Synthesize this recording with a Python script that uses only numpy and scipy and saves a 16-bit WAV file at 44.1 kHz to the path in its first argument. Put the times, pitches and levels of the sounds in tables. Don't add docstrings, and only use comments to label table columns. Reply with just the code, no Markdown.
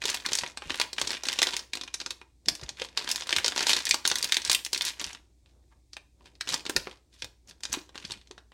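import sys
import numpy as np
from scipy import signal
from scipy.fft import rfft, irfft
from scipy.io import wavfile

SR = 44100
rng = np.random.default_rng(int(sys.argv[2]) if len(sys.argv) > 2 else 0)


def generate_wav(sig):
    pcm = np.round(np.clip(np.atleast_2d(sig).T, -1, 1) * 32767).astype(np.int16)
    wavfile.write(sys.argv[1], SR, pcm)


N = 376173
TIME = np.arange(N) / SR


def from_db(db):
    return 10 ** (np.asarray(db) / 20)


def rms_one(x):
    return x / np.sqrt(np.mean(x ** 2) + 1e-20)


def band(x, low_hz, high_hz, order=2):
    limits = [low_hz, min(high_hz, SR / 2 - 100)]
    return signal.sosfilt(signal.butter(order, limits, "band", fs=SR, output="sos"), x)


def resonate(x, hz, width_hz):
    r = np.exp(-np.pi * width_hz / SR)
    top = np.array([1, 0, -1]) * (1 - r * r) / 2
    bottom = [1, -2 * r * np.cos(2 * np.pi * hz / SR), r * r]
    return signal.lfilter(top, bottom, x + 1e-18)


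def coloured_noise(spectrum, size):
    hz, db = np.transpose(spectrum)
    bins = np.maximum(np.fft.rfftfreq(size, 1 / SR), 1)
    gain = from_db(np.interp(np.log(bins), np.log(hz), db))
    return rms_one(irfft(rfft(rng.standard_normal(size)) * gain, size))


def add(out, s, sound):
    start = int(np.clip(round(s * SR), 0, N - 1))
    out[start:start + len(sound)] += sound[:N - start]


# start_s, level_db, pitch_hz, hollow_body_db, sharp_edge_db
PLACED_CREASES = [(0.0186, -32.5, 2590, -15, -11.5), (0.0384, -30, 3990, -16.5, -16.5),
                  (0.055, -24, 4030, -19, -4.5), (0.0816, -29, 4690, -26, -9.5),
                  (0.0993, -23.5, 5380, -15, -6), (0.1448, -29.5, 3350, -9, 2),
                  (0.2616, -24, 4050, -12, -7), (0.2879, -32, 4210, -6.5, -15.5),
                  (0.3194, -30.5, 4040, -6, -10), (0.3325, -19.5, 5000, -24.5, -10.5),
                  (0.3524, -20.5, 6000, -27.5, -7), (0.3737, -30.5, 5290, -22.5, -5),
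                  (0.3873, -21, 5510, -18.5, -16), (0.4347, -31, 2240, -1, -34),
                  (0.5735, -32.0, 4150, -8, -31.5), (0.621, -42, 2590, 3.5, -21.5),
                  (0.7047, -25.5, 2770, -12, -19), (0.744, -32.5, 2550, -8, -14.5),
                  (0.756, -42, 2950, -12, 7), (0.7992, -21.5, 3690, -9, -7),
                  (0.814, -20, 2850, -15.5, -7.5), (0.9307, -30.5, 4170, -14, -7.5),
                  (0.9833, -26.5, 2810, -11.5, -18), (1.0147, -21, 4580, -9, -10),
                  (1.072, -32.5, 3790, -24, -24), (1.1168, -34.5, 3510, -12, 1),
                  (1.1307, -30, 3250, -18, -27), (1.235, -30, 5250, -9.5, -7.5),
                  (1.2533, -29.5, 4300, -22.5, -11), (1.2856, -23, 3680, -33.5, -23),
                  (1.2983, -30.5, 3400, -11, -24), (1.3287, -27.5, 3500, -20, -4.5),
                  (1.3884, -20, 3500, -14, -12.5), (1.4178, -18, 3900, -8, -8),
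                  (1.4282, -15.5, 3640, -22.5, -8), (1.4701, -24, 3750, -11.5, -13),
                  (1.4834, -36, 4560, -14.5, -9), (1.5345, -30, 3800, -11, -18),
                  (1.5663, -25, 4320, -28, -5.5), (1.7338, -26, 3790, -17.5, -12),
                  (1.7533, -31.5, 4260, -11.5, -3), (1.7716, -34, 3570, -10, -11.5),
                  (1.8121, -31.5, 3600, -13, -16), (1.8349, -35, 4140, -10.5, -12),
                  (1.8771, -38.5, 2830, -10.5, -17), (1.941, -25, 5730, -19, -18),
                  (2.0017, -30.5, 4200, -15, -31), (2.0142, -33, 3880, -10.5, -26),
                  (2.0618, -28.5, 4850, -9, -38), (2.1062, -28, 3860, -17, -8.5),
                  (2.2147, -46, 2510, -2.5, -12), (2.4588, -40.5, 4820, -27, -10),
                  (2.4843, -14, 4280, -18, -11), (2.552, -35.5, 4760, -19, -1),
                  (2.6346, -38.5, 4730, -6.5, -12), (2.6913, -29.5, 4220, -15.5, -28),
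                  (2.8184, -28, 3180, -9, -28), (2.9744, -20, 3880, -16, -19),
                  (2.9906, -37.5, 4150, -23, -4), (3.09, -29.5, 3460, -11.5, -2),
                  (3.1013, -30, 3870, -27, -12.5), (3.1141, -20.5, 4910, -36, -3.5),
                  (3.1591, -26.5, 4960, -16.5, -4), (3.2087, -32.5, 4860, -13.5, -24.5),
                  (3.2702, -37.5, 3120, -6.5, 1), (3.2921, -25.5, 3970, -11, -22),
                  (3.3068, -29, 3610, -11.5, -10), (3.327, -18, 3430, -13.5, -26.5),
                  (3.3637, -18.5, 3690, -16.5, -9), (3.3839, -23.5, 2570, -10.5, -7.5),
                  (3.4443, -19, 4750, -14.5, -27.5), (3.4612, -20, 4850, -17, -12),
                  (3.4806, -19.5, 4340, -15.5, -8.5), (3.5211, -32.5, 3010, -3, -10.5),
                  (3.562, -29, 4460, -6, -4), (3.578, -22, 4170, -8.5, -16.5),
                  (3.6069, -24.5, 3870, -6, -10), (3.6278, -25, 5320, -13.5, -8.5),
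                  (3.6686, -19, 4450, -12.5, -13.5), (3.6935, -19.0, 3590, -12.5, -5.5),
                  (3.7151, -23.5, 4290, -14.5, -16.5), (3.732, -15.5, 4010, -21.5, -29),
                  (3.7657, -22, 4060, -14, -9.5), (3.7891, -29.5, 4280, -19, -8),
                  (3.8533, -27.5, 4940, -29, 1), (3.8682, -24, 3930, -25.5, -19),
                  (3.892, -24.5, 5250, -31.5, -2.5), (3.9099, -13, 3930, -30.5, -14),
                  (3.9429, -20.5, 4610, -7, -5.5), (4.0525, -18.5, 3580, -14.5, -20),
                  (4.0633, -29.0, 4210, -19, -1.5), (4.076, -16, 5860, -26, -3),
                  (4.0998, -25, 4020, -24.5, -12.5), (4.115, -20, 3830, -8.5, -15),
                  (4.1562, -22.5, 4240, -30, -5), (4.184, -30, 4590, -23, 2.5),
                  (4.2267, -22, 4640, -45.5, -4.5), (4.243, -24.0, 4040, -36, -0.5),
                  (4.3221, -16, 3500, -28, -8), (4.3433, -22, 4310, -28, -10.5),
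                  (4.3682, -18, 3660, -17.5, -7.5), (4.4182, -32.5, 4720, -19.5, -9),
                  (4.4497, -24.5, 4450, -22.5, -7.5), (4.464, -35.5, 5080, -19, -3.5),
                  (4.4973, -16, 4420, -15.5, -10), (4.515, -21, 3230, -21, 3),
                  (4.5298, -20.5, 4860, -26, -2.5), (4.548, -18.5, 2960, -32, 0),
                  (4.6488, -28, 5230, -46, -0.5), (4.663, -32.5, 3110, -15, 0),
                  (4.731, -21, 4330, -15.5, -5), (4.746, -24, 4480, -26, -14), (4.777, -29, 4210, -33, -1),
                  (4.8098, -22.5, 3310, -16, -15), (4.8197, -27.5, 3760, -24, -1.5),
                  (4.851, -33, 3330, -24, 10), (4.9965, -30, 5060, -20, -21), (5.0135, -34.5, 3020, -5, 1),
                  (5.0422, -27, 4640, -27, -14), (5.4598, -60.5, 3410, -11, -16),
                  (5.9328, -39, 4830, -22.5, -20), (5.9675, -37.5, 2720, -7.5, -7),
                  (6.2084, -65.5, 2550, 4.5, -31), (6.2568, -51, 3750, -5, -4),
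                  (6.2688, -55, 2880, -8, -11), (6.353, -55, 3780, -16, -16),
                  (6.4095, -27, 3960, -18.5, -11), (6.4898, -26, 3920, -15, -7.5),
                  (6.5255, -30, 5010, -12, -6), (6.5411, -20.5, 4650, -13, -9.5),
                  (6.6535, -37, 5040, -5, -13), (6.6641, -30.5, 3460, -8, -12),
                  (6.696, -32.5, 3260, 1.5, 6.5), (6.7635, -17.5, 4010, -12, -5),
                  (6.8713, -40, 2240, 5, -35), (7.2216, -30, 3590, -16, -17),
                  (7.2445, -37, 3940, -8.5, -1.5), (7.4743, -53, 6090, -19, -3),
                  (7.5103, -46, 4140, -10.5, -8), (7.6062, -54.5, 5130, -7, 3),
                  (7.6349, -29, 5390, -18, -10), (7.6529, -29, 4420, -16.5, -21),
                  (7.7285, -23.5, 5920, -16.5, -3.5), (7.7393, -28.5, 3880, -5, -6),
                  (7.892, -51.5, 3350, -2.5, -36), (7.9458, -58, 2000, 2, -39),
                  (7.9552, -41.5, 3050, -2, -9), (8.0503, -33, 4060, -29, -23),
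                  (8.0995, -45, 2990, -2, -8.5), (8.1081, -34.5, 3680, -13, -15),
                  (8.1189, -30, 4080, -19, -19), (8.213, -54.0, 3500, -19, -14),
                  (8.2726, -53.5, 4100, -21, -20), (8.3115, -42, 4170, -7, -37),
                  (8.3792, -47, 3700, -0.5, -26), (8.5189, -57, 2630, 0.5, -25)]
STRAIN_S = .0035
RUN_SPREAD_DB = 4.5


def snaps(creases, slip_s=0.0017, first_slip=.75, slips_per_s=26000, scatter_db=-8.5, scatter_s=0.0068,
          strain_db=-23, sag_db=-7.5, sag_s=0.00081, snap_s=0.0035, body_db=-2.0, edge_db=-2.0,
          dulling=.25, firm_db=-25, size=1400):
    lead = size // 4
    t, out = (np.arange(size) - lead) / SR, np.zeros(N)
    draws = rng.standard_normal((len(creases), 3, size))
    slip_noise, body_noise, chance = draws[:, 0], draws[:, 1], draws[:, 2]
    slipping = rng.random((len(creases), size)) < slips_per_s / SR
    run_s = slip_s * from_db(RUN_SPREAD_DB * np.clip(chance[:, :1], -2, 2))
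    scattered = from_db(scatter_db) * np.exp(-abs(t) / scatter_s)
    fading = (t >= 0) * (np.exp(-abs(t) / run_s) + scattered)
    straining = (t < 0) * from_db(strain_db) * np.exp(-abs(t) / STRAIN_S)
    slips = slip_noise * slipping * (fading + straining)
    slips[:, lead] = first_slip * np.sign(chance[:, 1])
    sagging = (t < 0) * from_db(sag_db) * np.exp(-abs(t) / sag_s)
    broad = band(slips, 1700, 7500)
    body = band(body_noise * (fading + sagging), 200, 1600)
    edge = band(slips, 4000, 9840) - from_db(-16.5) * band(slips, 9000, 23000)
    unit = np.sqrt(snap_s * SR / size)
    for k, (s, db, hz, hollow_db, crisp_db) in enumerate(creases):
        dull_db = dulling * min(db - firm_db, 0)
        snap = facet_ring(broad[k], hz, chance[k, -3:])
        snap += from_db(hollow_db + body_db) * rms_one(body[k])
        snap -= from_db(crisp_db + edge_db + dull_db) * rms_one(edge[k])
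        add(out, s + t[0], from_db(db) * unit * snap)
    return out


def facet_ring(shake, hz, overtones, facet_q=2.3, broad_db=-10.5, overtone_db=-7.5, overtone_q=8,
               overtone_spread=.3):
    modes_hz = np.clip(hz * np.exp(overtone_spread * overtones), 1200, 9000)
    modes = sum(rms_one(resonate(shake, mode_hz, mode_hz / overtone_q)) for mode_hz in modes_hz)
    ring = rms_one(resonate(shake, hz, hz / facet_q))
    ring = ring + from_db(broad_db) * rms_one(shake)
    return rms_one(ring + from_db(overtone_db) * rms_one(modes))


# start_s, length_s, level_db
SQUEEZES = [(0.04, 0.11, -36), (0.26, 0.2, -42), (0.69, 0.13, -42.5), (0.99, 0.16, -38.5),
            (1.26, 0.31, -38), (1.74, 0.37, -61.5), (2.49, 0.2, -55.5), (2.78, 0.06, -47),
            (2.98, 0.23, -41), (3.3, 0.19, -40.5), (3.56, 0.24, -35), (3.86, 0.08, -39.5),
            (4.06, 0.31, -41), (4.46, 0.09, -37.5), (4.74, 0.15, -42), (5, 0.11, -42.5), (5.46, 0.29, -87),
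            (6.21, 0.15, -75), (6.48, 0.07, -38), (6.66, 0.25, -53), (7.13, 0.12, -70.5), (7.48, 0.03, -63),
            (7.7, 0.08, -45.5), (7.96, 0.16, -50.5), (8.2, 0.2, -78)]
GRIP_DB_PER_S, RELAX_DB_PER_S = 698, 284.5


def effort(s):
    start, length, db = np.transpose(SQUEEZES)[:, :, None]
    before_s = np.maximum(start - s, 0)
    after_s = np.maximum(s - start - length, 0)
    return np.max(db - GRIP_DB_PER_S * before_s - RELAX_DB_PER_S * after_s, axis=0)


FACET_HZ, FACET_SPREAD_OCTAVES = 3800, 0.35
SMALL_DB, SMALL_SPREAD_DB = 4, 4.5
SMALL_HOLLOW_DB = -12.5


def small_creases(edge_db=-14, edge_db_per_octave=5, count=380):
    s = (np.arange(count) + rng.random(count)) / count * N / SR
    strength, smallness, body = np.clip(rng.standard_normal((3, count)), -2, 2)
    octaves = FACET_SPREAD_OCTAVES * smallness
    level_db = effort(s) + SMALL_DB + SMALL_SPREAD_DB * strength
    hollow_db = SMALL_HOLLOW_DB + SMALL_SPREAD_DB * body
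    sharp_db = edge_db + edge_db_per_octave * octaves
    return np.transpose([s, level_db, FACET_HZ * 2 ** octaves, hollow_db, sharp_db])


RATE_FOLLOWS, LIGHT_TOUCH_DB = .26, -55
RUB_DB = -14


def crinkle(light_touch_wrinkles_per_s=420, spread_db=6.0, wrinkle_db=-6.0, facet_q=1.4, top_hz=10500,
            count=12):
    effort_db = effort(TIME)
    rate = light_touch_wrinkles_per_s * from_db(RATE_FOLLOWS * (effort_db - LIGHT_TOUCH_DB))
    sizes = from_db(spread_db * np.minimum(rng.exponential(1, N), 3.5)) * rng.choice([-1, 1], N)
    ticks = sizes * (rng.random(N) < rate / SR) / np.sqrt(rate)
    dealt = rng.integers(0, count, N)
    facets = np.zeros(N)
    for k, hz in enumerate(np.geomspace(1700, 7000, count)):
        facets += resonate(ticks * (dealt == k), hz, hz / facet_q)
    wrinkles = rms_one(band(facets + from_db(-17.0) * ticks, 170, 9000, order=1))
    rub = rms_one(band(rng.standard_normal(N), 2800, 5500, order=1))
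    rustle = from_db(wrinkle_db) * wrinkles + from_db(RUB_DB) * rub
    return from_db(effort_db) * band(rustle, 100, top_hz)


# height_s, length_s, level_db, pitch_hz
SLIDES = [(1.44, 0.011, -52, 3800), (3.703, 0.03, -27, 4400), (4.878, 0.027, -32, 4100),
          (5.497, 0.033, -73.5, 3500), (5.726, 0.012, -67.5, 828), (0.256, 0.0071, -37, 1870),
          (0.648, .03, -51, 2823), (7.145, 0.019, -62, 4370), (7.199, .02, -58.5, 4350),
          (7.495, 0.01, -48.5, 4770), (6.269, 0.023, -64, 3020), (7.75, 0.0078, -52, 4500)]


def slides(catches_per_s=3000, facet_q=1.6):
    out = np.zeros(N)
    catches = band(rng.standard_normal(N) * (rng.random(N) < catches_per_s / SR), 900, 11000)
    for s, length_s, db, hz in SLIDES:
        swell = np.exp(-((TIME - s) / length_s) ** 2)
        out += from_db(db) * swell * rms_one(resonate(catches, hz, hz / facet_q))
    return out


# start_s, level_db, pitch_hz
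KNOCKS = [(0.051, -31, 427), (0.262, -39, 300), (0.705, -37, 290), (2.48, -32.5, 310), (2.816, -27.5, 493),
          (3.448, -29, 510), (4.113, -31.5, 477), (6.695, -31, 320), (6.764, -32, 375), (6.764, -21, 1820),
          (6.869, -44.5, 395), (7.772, -29.5, 318), (8.308, -42, 392)]


def knocks(decay_s=0.0041, rise_s=0.00044, size=4096):
    t, out = np.arange(size) / SR, np.zeros(N)
    shape = (1 - np.exp(-t / rise_s)) * np.exp(-(t / (2 * decay_s)) ** 2)
    for s, db, hz in KNOCKS:
        add(out, s, from_db(db) * np.sin(2 * np.pi * hz * t) * shape)
    return out


# start_s, level_db
THUMPS = [(0.308, -48), (0.419, -45.5), (0.654, -44), (0.707, -47), (1.02, -45), (2.462, -47), (2.509, -44),
          (2.624, -37.5), (2.7, -49), (3.366, -40), (4.483, -46), (5.059, -46), (6.511, -41), (6.752, -33),
          (7.233, -46.5), (7.692, -44), (8.044, -42.5), (8.099, -44), (8.159, -50)]


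def thumps(rise_s=0.0012, decay_s=0.021, trim_db=1.5, size=8192):
    t, out = np.arange(size) / SR, np.zeros(N)
    shape = (1 - np.exp(-t / rise_s)) * np.exp(-t / decay_s)
    pushes = rng.standard_normal((len(THUMPS), size)) * shape
    puffs = band(band(pushes, 42, 105, order=1), 35, 550)
    for (s, db), puff in zip(THUMPS, puffs):
        add(out, s, from_db(db + trim_db) * puff / np.abs(puff).max())
    return out


def handling(rub_db=-63.0, pressed_db=-45, follows=.28, uneven_db=3, shifts_per_s=14):
    steps = rng.standard_normal(1000)
    uneven = np.interp(TIME * shifts_per_s, np.arange(len(steps)), steps)
    swell_db = follows * (effort(TIME) - pressed_db) + uneven_db * uneven
    return from_db(rub_db + swell_db) * rms_one(band(rng.standard_normal(N), 100, 570))


# pitch_hz, width_hz, gain_db
HOLLOW = [(310, 130, -2.5), (507, 70, -3), (961, 180, 4), (1553, 450, 0), (1840, 64, -8.5),
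          (2456, 65, -2.5), (2845, 60, -32.5), (3570, 270, -12.5)]


def hollow(x):
    return x + sum(from_db(db) * resonate(x, hz, width_hz) for hz, width_hz, db in HOLLOW)


# pitch_hz, level_db
ECHO_COLOUR = [(100, 0), (400, 5.5), (1200, 0), (4000, -4.5), (9000, -3.5), (16000, 1.5)]
ROOM_T60_S = 0.29


def room(x, near_db=-11.0, near_s=0.0077, first_s=0.0035, tail_db=-10.0, build_s=0.0018, turns_per_s=1.5,
         size=20000, count=4):
    t, out = np.arange(size) / SR, x
    for k in range(count):
        facing = np.maximum(np.cos(2 * np.pi * (turns_per_s * TIME - k / count)), 0)
        near = rng.standard_normal(size) * (t > first_s) * np.exp(-t / near_s)
        fade = (1 - np.exp(-t / build_s)) * from_db(-60 * t / ROOM_T60_S)
        tail = coloured_noise(ECHO_COLOUR, size) * fade
        echoes = from_db(near_db) * rms_one(near) + from_db(tail_db) * rms_one(tail)
        out = out + signal.fftconvolve(x * facing, echoes / np.sqrt(size))[:N]
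    return out


# pitch_hz, level_db (per Hz)
FLOOR = [(25, -24), (50, -10.5), (85, -11), (200, -25.5), (330, -22.5), (560, -41.5), (750, -36.5),
         (1350, -55), (2250, -41.5), (3000, -48), (3600, -40.5), (8500, -41.5), (11000, -51.5),
         (16000, -54.5)]
FLOOR_DB = -67
# pitch_hz, level_db (rms)
HUM = [(59.6, -64), (119.5, -80.5), (300, -86)]


def background():
    hum = np.zeros(N)
    for hz, db in HUM:
        hum += from_db(db) * np.sqrt(2) * np.sin(2 * np.pi * (hz * TIME + rng.random()))
    return hum + from_db(FLOOR_DB) * coloured_noise(FLOOR, N)


def scene(knock_room_db=-7):
    film = hollow(snaps(PLACED_CREASES) + snaps(small_creases()) + crinkle() + slides())
    knocking = knocks()
    carried = from_db(knock_room_db) * knocking
    echoing = room(film + carried) - carried
    return (echoing + knocking + thumps() + handling() + background())[None]


def record(dry, ceiling=.8, cutoff_hz=16000):
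    rounded = ceiling * np.tanh(dry / ceiling)
    return signal.sosfilt(signal.ellip(10, .1, 80, cutoff_hz, fs=SR, output="sos"), rounded)


dry = scene()
out = record(dry)
generate_wav(out)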